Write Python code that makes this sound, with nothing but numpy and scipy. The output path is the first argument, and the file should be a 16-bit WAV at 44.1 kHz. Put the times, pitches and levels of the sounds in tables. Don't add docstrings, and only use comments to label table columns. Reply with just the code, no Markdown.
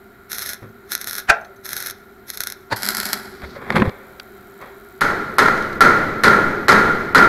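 import sys
import numpy as np
from scipy import signal
from scipy.fft import rfft, irfft
from scipy.io import wavfile
from scipy.ndimage import uniform_filter1d

SR = 44100
rng = np.random.default_rng(int(sys.argv[2]) if len(sys.argv) > 2 else 0)


def digitize_waveform(pressure):
    field = np.atleast_2d(pressure).T
    bounded = np.clip(field, -1, 1)
    quanta = np.round(bounded * 32767).astype(np.int16)
    wavfile.write(sys.argv[1], SR, quanta)


def natural_amplitude(level_db):
    exponent = np.asarray(level_db, float) / 20
    return 10 ** exponent


N = 321048
T = np.arange(N) / SR
LEAN_S = 2.7
BRIGHT_S = 3.4

# start_s, length_s, sizzle_db, quench_t60_s, afterglow_t60_s
ARC_SPELLS = [
    (0.3, 0.22, -33, 0.092, 0.42),
    (0.896, 0.018, -43, 0.15, 0.23),
    (0.985, 0.032, -44, 0.084, 0.27),
    (1.076, 0.11, -36, 0.13, 0.42),
    (1.639, 0.18, -46, 0.18, 0.8),
    (2.269, 0.2, -49, 0.11, 0.6),
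    (2.769, 0.35, -33, 0.61, 1.35),
]
# start_s,
# snap_db, flare_db, flare_half_length_ms
WIRE_SHORTS = [(0.3177, -15.5, -50, 5), (0.3303, -14, -44, 4.3), (0.343, -31, -22, 10),
               (0.3834, -13.5, -42, 5), (0.392, -17, -36, 7.1), (0.421, -17, -22, 13),
               (0.4606, -17.5, -23, 11), (0.491, -16, -21, 9), (0.533, -17, -35, 5), (.543, -26, -40, 4),
               (0.9776, -24, -45, 4), (0.919, -10.5, -14.5, 15), (.951, -7, -38, 5), (1.0132, -17, -24, 12),
               (1.043, -17.5, -44, 4.2), (1.0724, -14.5, -19, 17), (1.11, -16.5, -41, 8.4),
               (1.131, -16, -24, 5), (1.142, -21, -46, 5), (1.1526, -15.5, -30, 7.8),
               (1.164, -21, -36, 5.9), (1.1823, -12.5, -24, 13), (1.653, -48, -20.5, 7.5),
               (1.6906, -17.5, -22, 36), (1.7312, -12.5, -26, 4.2), (1.766, -13, -19, 15),
               (1.803, -17, -22, 10), (1.825, -17.5, -26, 23), (1.8612, -16.5, -19, 5.5),
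               (1.8704, -16, -22.5, 18), (1.899, -17.5, -29, 6.5), (1.909, -19, -42, 5),
               (2.286, -35, -25, 11), (2.3015, -13.5, -41, 5), (2.335, -30, -25, 15), (2.373, -17, -23, 4.8),
              (2.3795, -29, -36, 4), (2.405, -8.5, -23, 12.5), (2.4358, -14, -17, 2.9),
              (2.4713, -11, -30, 12), (2.5007, -19, -46, 4.4), (2.5222, -17.5, -45, 6),
              (2.762, -21, -24, 7.2), (2.822, -16, -42, 5), (2.8317, -9.5, -19, 9.4),
              (2.8474, -15, -31, 5.5), (2.8537, -12, -34, 5), (2.8632, -12, -27, 9.1), (2.874, -15, -34, 5),
              (2.8876, -3, -21.5, 25), (2.9048, -14, -38, 5), (2.9487, -12, -10.5, 3), (2.969, -9, -24, 5),
              (2.981, -19, -17.5, 5.2), (3.001, -7.5, -20.5, 11), (3.0318, -15, -31, 11),
              (3.0547, -11, -19, 7.4), (3.065, -17, -26, 6), (3.089, -18, -32, 3.7), (3.103, -24, -52, 5.7),
              (3.131, -3, -16, 4.8)]
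# start_s, peak_db, low_share_db
SPATTER_HITS = [
    (0.6883, -51, -7),
    (1.4102, -43, -5),
    (1.4471, -44, 25),
    (1.5618, -45, -14),
    (4.6114, -40, -12),
]
# pitch_hz, width_hz, level_db
FLOOR_PAN_RINGS = [(4400, 250, 11), (6200, 150, 18.5)]
# pitch_hz, density_db_per_hz
ARC_SIDE_SPECTRUM = [(200, -18.5), (400, -17), (1100, -19.5), (1400, -2), (1750, -5), (2300, -10.5),
                     (2900, -23)]
# pitch_hz, density_db_per_hz
ARC_AHEAD_SPECTRUM = [(90, -79), (205, 6.5), (320, -9.5), (480, -16.5), (730, -5), (1150, -9), (1400, 4.5),
                      (2280, -5), (2750, -17)]
# pitch_hz, density_db_per_hz
RIM_SIDE_SPECTRUM = [(3500, -8), (4150, -4), (4600, -14), (5300, -4), (6000, -8), (6370, -3), (6800, -15),
                     (8800, -16), (9850, -5), (10600, -13), (11350, 1), (12600, -6), (13900, -21),
                     (14800, -14), (16000, -24)]
# pitch_hz, density_db_per_hz
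RIM_AHEAD_SPECTRUM = [(1940, -37), (3300, -7), (3570, -12), (4050, 0), (4380, -3), (5170, -1), (5710, -8),
                      (6920, -11), (7790, -7), (8770, -14), (10100, -10), (11800, 1), (12900, -14),
                      (16000, -24)]
# pitch_hz, t60_s
CAB_DECAYS = [(500, 0.55), (2000, 0.27), (6000, 0.16), (14000, 0.011)]

# peak_s, force_db, rise_db_per_s, fall_db_per_s, drag_db
TORCH_CONTACTS = [
    (1.3, -3, 2800, 2800, -34),
    (2.727, -15.5, 1000, 1250, -47),
]
# pitch_hz, level_db, t60_s
CLANK_SHEET_MODES = [(437, -17, .3), (584, -22, .3), (680, -4, .28), (820, -12, .2), (965, -13, .08),
                     (1061, -18, .3), (1367, -3, .16), (1400, -4, .16), (1550, -6, .14), (1602, -9, .22),
                     (1700, -8, .22), (1790, -6, .1), (2140, -12, .09), (2445, -3, .08)]
# pitch_hz, level_db, t60_s
KNOCK_SHEET_MODES = [(108, -22, 1.8), (674, 9, 0.088), (780, 26, 0.065), (1030, 21, 0.05), (1570, 14, 0.08),
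                     (4450, 2, 0.05)]
# pitch_hz, density_db_per_hz
CLANK_SPECTRUM = [(120, -54), (200, -31), (529, -11.5), (671, 2.5), (1100, -15), (1400, 7), (1770, -1.5),
                  (2050, -7), (2420, -7), (3020, -15.5), (6170, -23.5), (16000, -44)]
# pitch_hz, density_db_per_hz
KNOCK_SPECTRUM = [(47, -41), (80, -6), (422, -13), (1000, -1), (1280, -12), (1530, -4.5), (2220, -14),
                  (2970, -26.5), (4420, -12.5), (5280, -28), (12300, -37), (16000, -56)]

# start_s, strength_db, treble_db, bass_db
HAMMER_BLOWS = [
    (5.009, -14, 1, 7),
    (5.384, -9.5, 1.5, 6.5),
    (5.807, -7, -0.5, 6.5),
    (6.236, -6.5, -0.5, 7),
    (6.683, -5.5, 0, 5.5),
    (7.148, -6, -1, 5.5),
]
# start_s, peak_db, low_share_db
HAMMER_BOUNCES = [
    (5.016, -13.5, -0.5),
    (5.0444, -31, -20),
    (5.39, -9, -0.5),
    (5.458, -17.5, 5.5),
    (5.482, -17.5, 6),
    (5.5755, -20, -24),
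    (5.624, -22, -22),
    (5.728, -25.5, -20),
    (6.721, -8, -18),
    (7.179, -6, -20),
]
# start_s, peak_db, pitch_hz
HAMMER_GLINTS = [(5.0102, -22, 11400), (5.0128, -23, 9700), (5.0228, -29, 4170), (5.049, -29, 5060),
                 (5.3835, -18, 11400), (5.3865, -17, 9500), (5.391, -12, 5000), (5.8068, -18, 11600),
                 (5.8098, -17, 9500), (5.814, -12, 4970), (5.819, -19, 4000), (6.2353, -20, 11400),
                 (6.239, -18, 9500), (6.243, -12, 4900), (6.262, -16, 4400), (6.685, -20, 11500),
                 (6.6825, -32, 4200), (6.6915, -13, 5050), (6.72, -11, 5100), (6.73, -12, 4500),
                 (7.148, -19, 11400), (7.1485, -21, 9800), (7.184, -10, 4800)]
# pitch_hz, density_db_per_hz
PANEL_SPECTRUM = [(15, -12), (25, -29.5), (161, -14.5), (200, -18.5), (344, -9.5), (427, -9), (695, -9.5),
                  (1190, -4.5), (1400, 4.5), (1520, -4), (2050, -7), (2690, -26.5), (4140, -25.5),
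                  (11600, -47.5), (16000, -63)]
# pitch_hz, width_hz, level_db
PANEL_RESONANCES = [(210.5, 13.7, 13.5), (407, 20, -4.5), (420, 7.1, 4), (827.5, 4, 6), (1388, 85, 3.5),
                    (1970, 9.9, 3), (1680, 18, -1)]
# pitch_hz, width_hz, level_db
HOUSING_RESONANCES = [(4160, 230, 5.5), (6390, 79, 9), (10800, 170, -15), (12100, 1600, 14.5)]
# pitch_hz, t60_s
SHOP_DECAYS = [(60, 3.2), (160, 1.98), (420, 1.82), (1100, 1.15), (2910, 1.22), (7680, 1)]
# delay_s, level_db
WALL_ECHOES = [(0.028, -20), (0.045, -7), (0.074, -14), (.098, -14), (.124, -38)]
# start_s, length_s
TREBLE_GAPS = [
    (4.995, .011),
    (5.372, .009),
    (5.79, .012),
    (6.672, .009),
    (7.136, .007),
]

# start_s, hold_s, rumble_db, rustle_db, fall_t60_s
CASE_RUBS = [
    (.63, .005, -36.5, -42.5, 0.2),
    (3.422, 0.36, -43.5, -54.5, .1),
    (3.434, 0.016, -46, -32.5, .035),
    (3.563, .004, -57, -38, 0.19),
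    (3.62, 0.092, -67, -38, 0.037),
    (3.708, 0.19, -26.5, -33.5, 0.019),
    (3.767, 0.0036, -15.5, -15.5, 0.062),
    (3.791, 0.021, -20, -31.5, 0.049),
    (3.856, 0.0042, -39, -38, 0.091),
    (4.618, 0.0081, -67, -36.5, 0.54),
]
# pitch_hz, density_db_per_hz
RUMBLE_SPECTRUM = [(12, -40), (20, -23), (228, 3.5), (303, -11.5), (365, 0.5), (451, -7.5), (535, -7),
                   (600, -23), (780, -39), (1320, -120)]
# pitch_hz, density_db_per_hz
RUSTLE_SPECTRUM = [(240, -10), (400, 0.5), (949, -4.5), (1040, -1), (1640, -4), (2220, -6), (3050, -31),
                   (3290, -16), (5860, -35.5), (10000, -38), (11700, -30), (13000, -48), (16000, -58)]
# start_s, peak_db, pitch_hz, t60_s, treble_db
CASE_TICKS = [(3.419, -30.5, 1940, 0.017, 11), (3.704, -0.5, 1830, 0.0099, -0.5),
              (3.757, -23.5, 2200, 0.056, 18.5), (3.82, -3.5, 1050, 0.038, -31),
              (3.875, -37, 1500, 0.041, -11), (3.895, -32, 1980, 0.0054, 21),
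              (4.198, -25, 1500, 0.017, 18.5), (3.492, -39, 2110, .02, 5), (3.7235, -17, 2120, .04, 1),
              (3.7645, -8, 2200, 0.023, -2), (3.781, -9, 2120, 0.018, 0), (3.8, -14, 2210, 0.032, -2),
              (3.851, -27, 2190, .04, 0)]
# start_s, peak_db, pitch_hz, t60_s
CASE_THUDS = [
    (.622, -33, 108, 0.35),
    (2.728, -26, 108, 0.12),
    (3.433, -28, 68.5, 0.22),
    (3.563, -27, 560, 0.089),
    (3.703, -22, 218, 0.11),
    (3.821, -3, 231, 0.048),
    (3.876, -6, 108, 0.048),
]
# pitch_hz, density_db_per_hz
TICK_SPECTRUM = [(290, -37), (500, 11), (1960, 6), (2840, -6.5), (4350, -7.5), (6300, -28), (8500, -31),
                 (11700, -26), (15000, -45)]

# pitch_hz, density_db_per_hz
AIR_SPECTRUM = [(12, -50), (20, -17), (107, -16.5), (175, -20.5), (207, -10), (319, -21.5), (393, -3),
                (445, -27.5), (1150, -25.5), (1420, -23), (2200, -27.5), (2800, -44), (3640, -96)]
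# pitch_hz, width_hz, level_db
FAN_WHISTLES = [(223, 27, -70), (405, 36, -55), (708, 93, -58), (1390, 140, -51.5)]
# pitch_hz, density_db_per_hz
HISS_SPECTRUM = [(1650, -50), (2800, -14), (3170, -6.5), (3560, -12), (3830, -4), (4950, -14.5),
                 (6720, -17.5), (6870, -13.5), (9960, -18.5), (11400, -9.5), (13000, -12), (13900, -12),
                 (14700, -15), (16000, -17)]
# pitch_hz, level_db
ELECTRONIC_WHINES = [(7117, -84), (12430, -71.5), (13329, -75.5), (13749, -71), (14217, -69.5)]


def arc():
    swell_db_per_s, strike_s, glow_db, glow_low_db = 5, 0.023, -44.5, 13
    flare_lag = 0.7
    flicker = natural_amplitude(1.97 * evened(uniform_filter1d(rng.standard_normal(N), size=200)))
    ahead = T > LEAN_S
    power, glow = np.zeros(N), np.zeros(N)
    for s, length, db, quench, t60 in ARC_SPELLS:
        swell_db = swell_db_per_s * np.clip(T - s, 0, length)
        power += natural_amplitude(db + swell_db) * stroke(s, length, strike_s, quench)
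        glow += natural_amplitude(glow_db) * stroke(s + length, 0, quench, t60)
    crackle = natural_amplitude(-27) * grit(250, 2.4) * power

    relights = WIRE_SHORTS
    for s, _, flare_db, half_ms in relights:
        half = max(half_ms, 3) / 1000
        near = slice(int((s - .05) * SR), int((s + .08) * SR))
        power[near] += natural_amplitude(flare_db - 8.5) * np.exp(-((T[near] - s - flare_lag * half) / half) ** 2)
    fry = grit(20000, .8) * flicker
    flaring = split(fry, natural_amplitude(3.5 + 0.5 * ahead)) * power
    afterglow = split(fry, natural_amplitude(glow_low_db)) * glow

    pops = [(s, db, 1.5 - 6 * (s > LEAN_S)) for s, db, _, _ in relights]
    bridge_bursts = natural_amplitude(13.5) * snaps(pops, 0.00055)
    spatter = natural_amplitude(10.5) * lift(snaps(SPATTER_HITS, 0.0021), FLOOR_PAN_RINGS)
    drive = natural_amplitude(-4) * (flaring + afterglow) + crackle + bridge_bursts + spatter
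    drive = drive + natural_amplitude(-12) * signal.oaconvolve(drive, room(CAB_DECAYS, .4))[:N]
    from_side = colour(drive * ~ahead, ARC_SIDE_SPECTRUM + RIM_SIDE_SPECTRUM)
    from_ahead = colour(drive * ahead, ARC_AHEAD_SPECTRUM + RIM_AHEAD_SPECTRUM[1:])
    return from_side + from_ahead


def torch_contact(contact, modes, noise_spectrum, ring_db, longest_t60, spread):
    s, force_db, rise, fall, drag_db = contact
    t = T[:SR // 2]
    impact = stroke(s, 0, 60 / rise, 60 / fall)
    shoulder = natural_amplitude(-9) * stroke(s, 0.0049, 0.055, 0.057)
    push = natural_amplitude(force_db) * (impact + shoulder) * step(s - 0.025, .005)
    drag = natural_amplitude(drag_db) * stroke(s, 0, .01, 60 / 161)
    force = grit(8000, 0.12) * (push + drag)

    ring = np.zeros(len(t))
    for hz, db, t60 in modes:
        for detune in rng.normal(1, spread, size=4):
            ring += natural_amplitude(db - 60 * t / min(t60, longest_t60)) * np.sin(2 * np.pi * hz * detune * t)
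    ringing = natural_amplitude(ring_db) * signal.oaconvolve(force, ring / np.linalg.norm(ring))[:N]
    in_cab = force + 0.17 * signal.oaconvolve(force, room(CAB_DECAYS, .4))[:N]
    return ringing + natural_amplitude(-1.0) * colour(in_cab, noise_spectrum)


def clanks():
    clank, knock = TORCH_CONTACTS
    return (torch_contact(clank, CLANK_SHEET_MODES, CLANK_SPECTRUM, -4, .35, .005)
            + torch_contact(knock, KNOCK_SHEET_MODES, KNOCK_SPECTRUM, -9, .2, .015))


def blow_tail(common, grain, treble_db, bass_db):
    tail = 0.88 * common + 1.126 * room(SHOP_DECAYS, 1.2)
    t = T[:len(tail)]
    slaps = sum(natural_amplitude(db) * np.exp(-abs(t - s) / 0.0085) for s, db in WALL_ECHOES)
    tail = tail * (1 + 1.11 * slaps + 0.24 * np.exp(-t / 0.00072))
    tail = tail * (1 - 0.43 * np.exp(-((t - .0045) / .0025) ** 2))
    crack = natural_amplitude(treble_db) * (1 + 2.95 * np.exp(-t / 0.015) + .5 * np.sqrt(abs(grain)))
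    tail = crack * split(tail, 1 / crack)
    bass = signal.sosfilt(signal.butter(2, 500, fs=SR, output="sos"), tail)
    return tail + bass * (natural_amplitude(bass_db) * (1 - np.exp(-t / 0.007)) - 1)


def hammer():
    out = np.zeros(N + 2 * SR)
    common = room(SHOP_DECAYS, 1.2)
    size = len(common)
    grain = uniform_filter1d(grit(340, 2.9)[:size] ** 2, size=60) * np.exp(-T[:size] / 0.021)
    for s, db, treble_db, bass_db in HAMMER_BLOWS:
        tail = blow_tail(common, grain, treble_db, bass_db)
        out[int(s * SR):][:len(tail)] += natural_amplitude(db + 26.0) * tail
    out = out[:N] + natural_amplitude(22.5) * snaps(HAMMER_BOUNCES, 0.0014)
    out = lift(colour(out, PANEL_SPECTRUM), HOUSING_RESONANCES)
    out = out + sum(natural_amplitude(db - 4.5) * resonate(out, hz, width) for hz, width, db in PANEL_RESONANCES)

    t = T[:300]
    u = t / 0.00036
    for s, db, hz in HAMMER_GLINTS:
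        out[int(s * SR):][:300] += natural_amplitude(db) * u * np.exp(1 - u) * np.sin(2 * np.pi * hz * t)
    return out


def handling():
    rise_s, rumble_linger = 0.077, 1.65
    low = sum(natural_amplitude(db) * stroke(s, hold, rise_s, rumble_linger * fall) for s, hold, db, _, fall in CASE_RUBS)
    high = sum(natural_amplitude(db) * stroke(s, hold, rise_s, fall) for s, hold, _, db, fall in CASE_RUBS)
    rustle = colour(grit(5000, 1.0), RUSTLE_SPECTRUM) * high
    rumble = colour(grit(900, 2.6), RUMBLE_SPECTRUM) * low
    answer = natural_amplitude(-14.5) * signal.oaconvolve(rustle, room(SHOP_DECAYS, 0.89))[:N]
    beads = evened(resonate(resonate(grit(6000, 1.2), 4000, 2000.0), 4000, 2000.0))
    shower = natural_amplitude(-50.5) * beads * stroke(3.46, .1, 0.94, .15)
    out = rustle + answer + rumble + shower
    add_knocks(out, CASE_TICKS, .7)
    add_knocks(out, [row + (0,) for row in CASE_THUDS], .05)
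    return out


def add_knocks(out, rows, noisy):
    t = T[:8000]
    for s, db, hz, t60, treble_db in rows:
        tone = np.sin(2 * np.pi * hz * t)
        contact = colour(rng.standard_normal(8000), TICK_SPECTRUM)
        body = (1 - noisy) * tone + noisy * contact
        body = natural_amplitude(treble_db) * split(body, natural_amplitude(-treble_db))
        out[int(s * SR):][:8000] += body * natural_amplitude(db - 60 * t / max(t60, .004))


def hum():
    air = natural_amplitude(-45.5) * colour(rng.standard_normal(N), AIR_SPECTRUM)
    for hz, width, db in FAN_WHISTLES:
        air += natural_amplitude(db) * evened(resonate(resonate(rng.standard_normal(N), hz, width), hz, width))
    air *= natural_amplitude(-1.5 + 7 * step(LEAN_S + 0.13, 0.075) - 4.5 * step(LEAN_S + 0.83, 0.29))

    throb_db = 2.75 * evened(resonate(rng.standard_normal(N), 85.0, 50.)) * (1 + 0.79 * step(BRIGHT_S, .5))
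    hiss = colour(rng.standard_normal(N), HISS_SPECTRUM)
    hiss = natural_amplitude(throb_db) * split(hiss, natural_amplitude(-throb_db), 6500)
    air += natural_amplitude(-62 + 4 * step(3.9, 0.14)) * hiss

    bright = step(BRIGHT_S, .3)
    readout = np.tanh(2 * np.cos(2 * np.pi * 30.035 * T - 3.39))
    duty = 1 + .55 * bright * readout
    for hz, db in ELECTRONIC_WHINES:
        wander = np.cumsum(rng.standard_normal(N) * (.035 - .017 * bright))
        pulse = duty if hz > 13000 else 1
        air += natural_amplitude(db + 3 * bright) * pulse * np.cos(2 * np.pi * hz * T + wander)
    return air


def snaps(rows, rise):
    out, t = np.zeros(N), T[:512]
    for s, db, low_db in rows:
        z = rfft(rng.standard_normal(512) * t * np.exp(-t / rise))
        snap = irfft(z / (abs(z) + .2 * abs(z).mean()))
        out[int(s * SR):][:512] += split(snap / np.linalg.norm(snap), natural_amplitude(low_db)) * natural_amplitude(db)
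    return out


def grit(per_s, spread_db):
    size = natural_amplitude(spread_db * np.minimum(rng.exponential(1, N), 5)) * (rng.random(N) < per_s / SR)
    return evened(size * rng.standard_normal(N))


def room(decays, seconds):
    hz, t, z = signal.stft(rng.standard_normal(int(seconds * SR)), SR, nperseg=256)
    t60 = np.maximum(read(decays, hz), .02)[:, None]
    tail = signal.istft(z * natural_amplitude(-60 * t / t60), SR, nperseg=256)[1]
    return tail / np.linalg.norm(tail)


def resonate(x, hz, width):
    r = np.exp(-np.pi * width / SR)
    return 2 * signal.lfilter([1 - r], [1, -r * np.exp(2j * np.pi * hz / SR)], x).real


def lift(x, bands):
    return x + sum((natural_amplitude(db) - 1) * resonate(x, hz, width) for hz, width, db in bands)


def colour(x, points):
    log_gain = np.log(natural_amplitude(np.maximum(read(points, abs(np.fft.fftfreq(4096, 1 / SR))), -100)))
    taps = np.fft.ifft(np.exp(np.conj(signal.hilbert(log_gain)))).real[:2048]
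    return signal.oaconvolve(x, taps / np.linalg.norm(taps))[:len(x)]


def split(x, low_gain, hz=2800):
    low = signal.sosfiltfilt(signal.butter(2, hz, fs=SR, output="sos"), x)
    return x + (low_gain - 1) * low


def read(points, hz):
    f, value = np.transpose(points)
    return np.interp(np.log(hz + 1), np.log(f + 1), value)


def evened(x):
    return x / np.sqrt(np.mean(x ** 2) + 1e-20)


def stroke(start, hold, rise, fall):
    before = np.maximum((start - T) / max(rise, .002), 0)
    after = np.maximum((T - start - hold) / max(fall, .002), 0)
    return natural_amplitude(np.maximum(-60 * before - 60 * after, -200))


def step(s, width):
    return .5 + .5 * np.tanh((T - s) / width)


def scene():
    return (arc() + clanks() + hammer() + handling() + hum())[None]


def roll_off(x):
    return signal.sosfilt(signal.butter(12, 16430, fs=SR, output="sos"), x)


def record(dry):
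    cut = dry - dry / (1 + abs(dry / .88) ** 10) ** (1 / 10)
    held = dry - split(split(cut, 0, 250), 0, 250)
    gaps = sum((T > s) * (T < s + length) * 1. for s, length in TREBLE_GAPS)
    shut = uniform_filter1d(gaps, size=60)
    held = held - shut * split(split(held, 0, 4000), 0, 4000)
    held = signal.oaconvolve(held, signal.firwin(301, 15750, fs=SR)[None], "same")
    return roll_off(held)


dry = scene()
out = record(dry)
digitize_waveform(out)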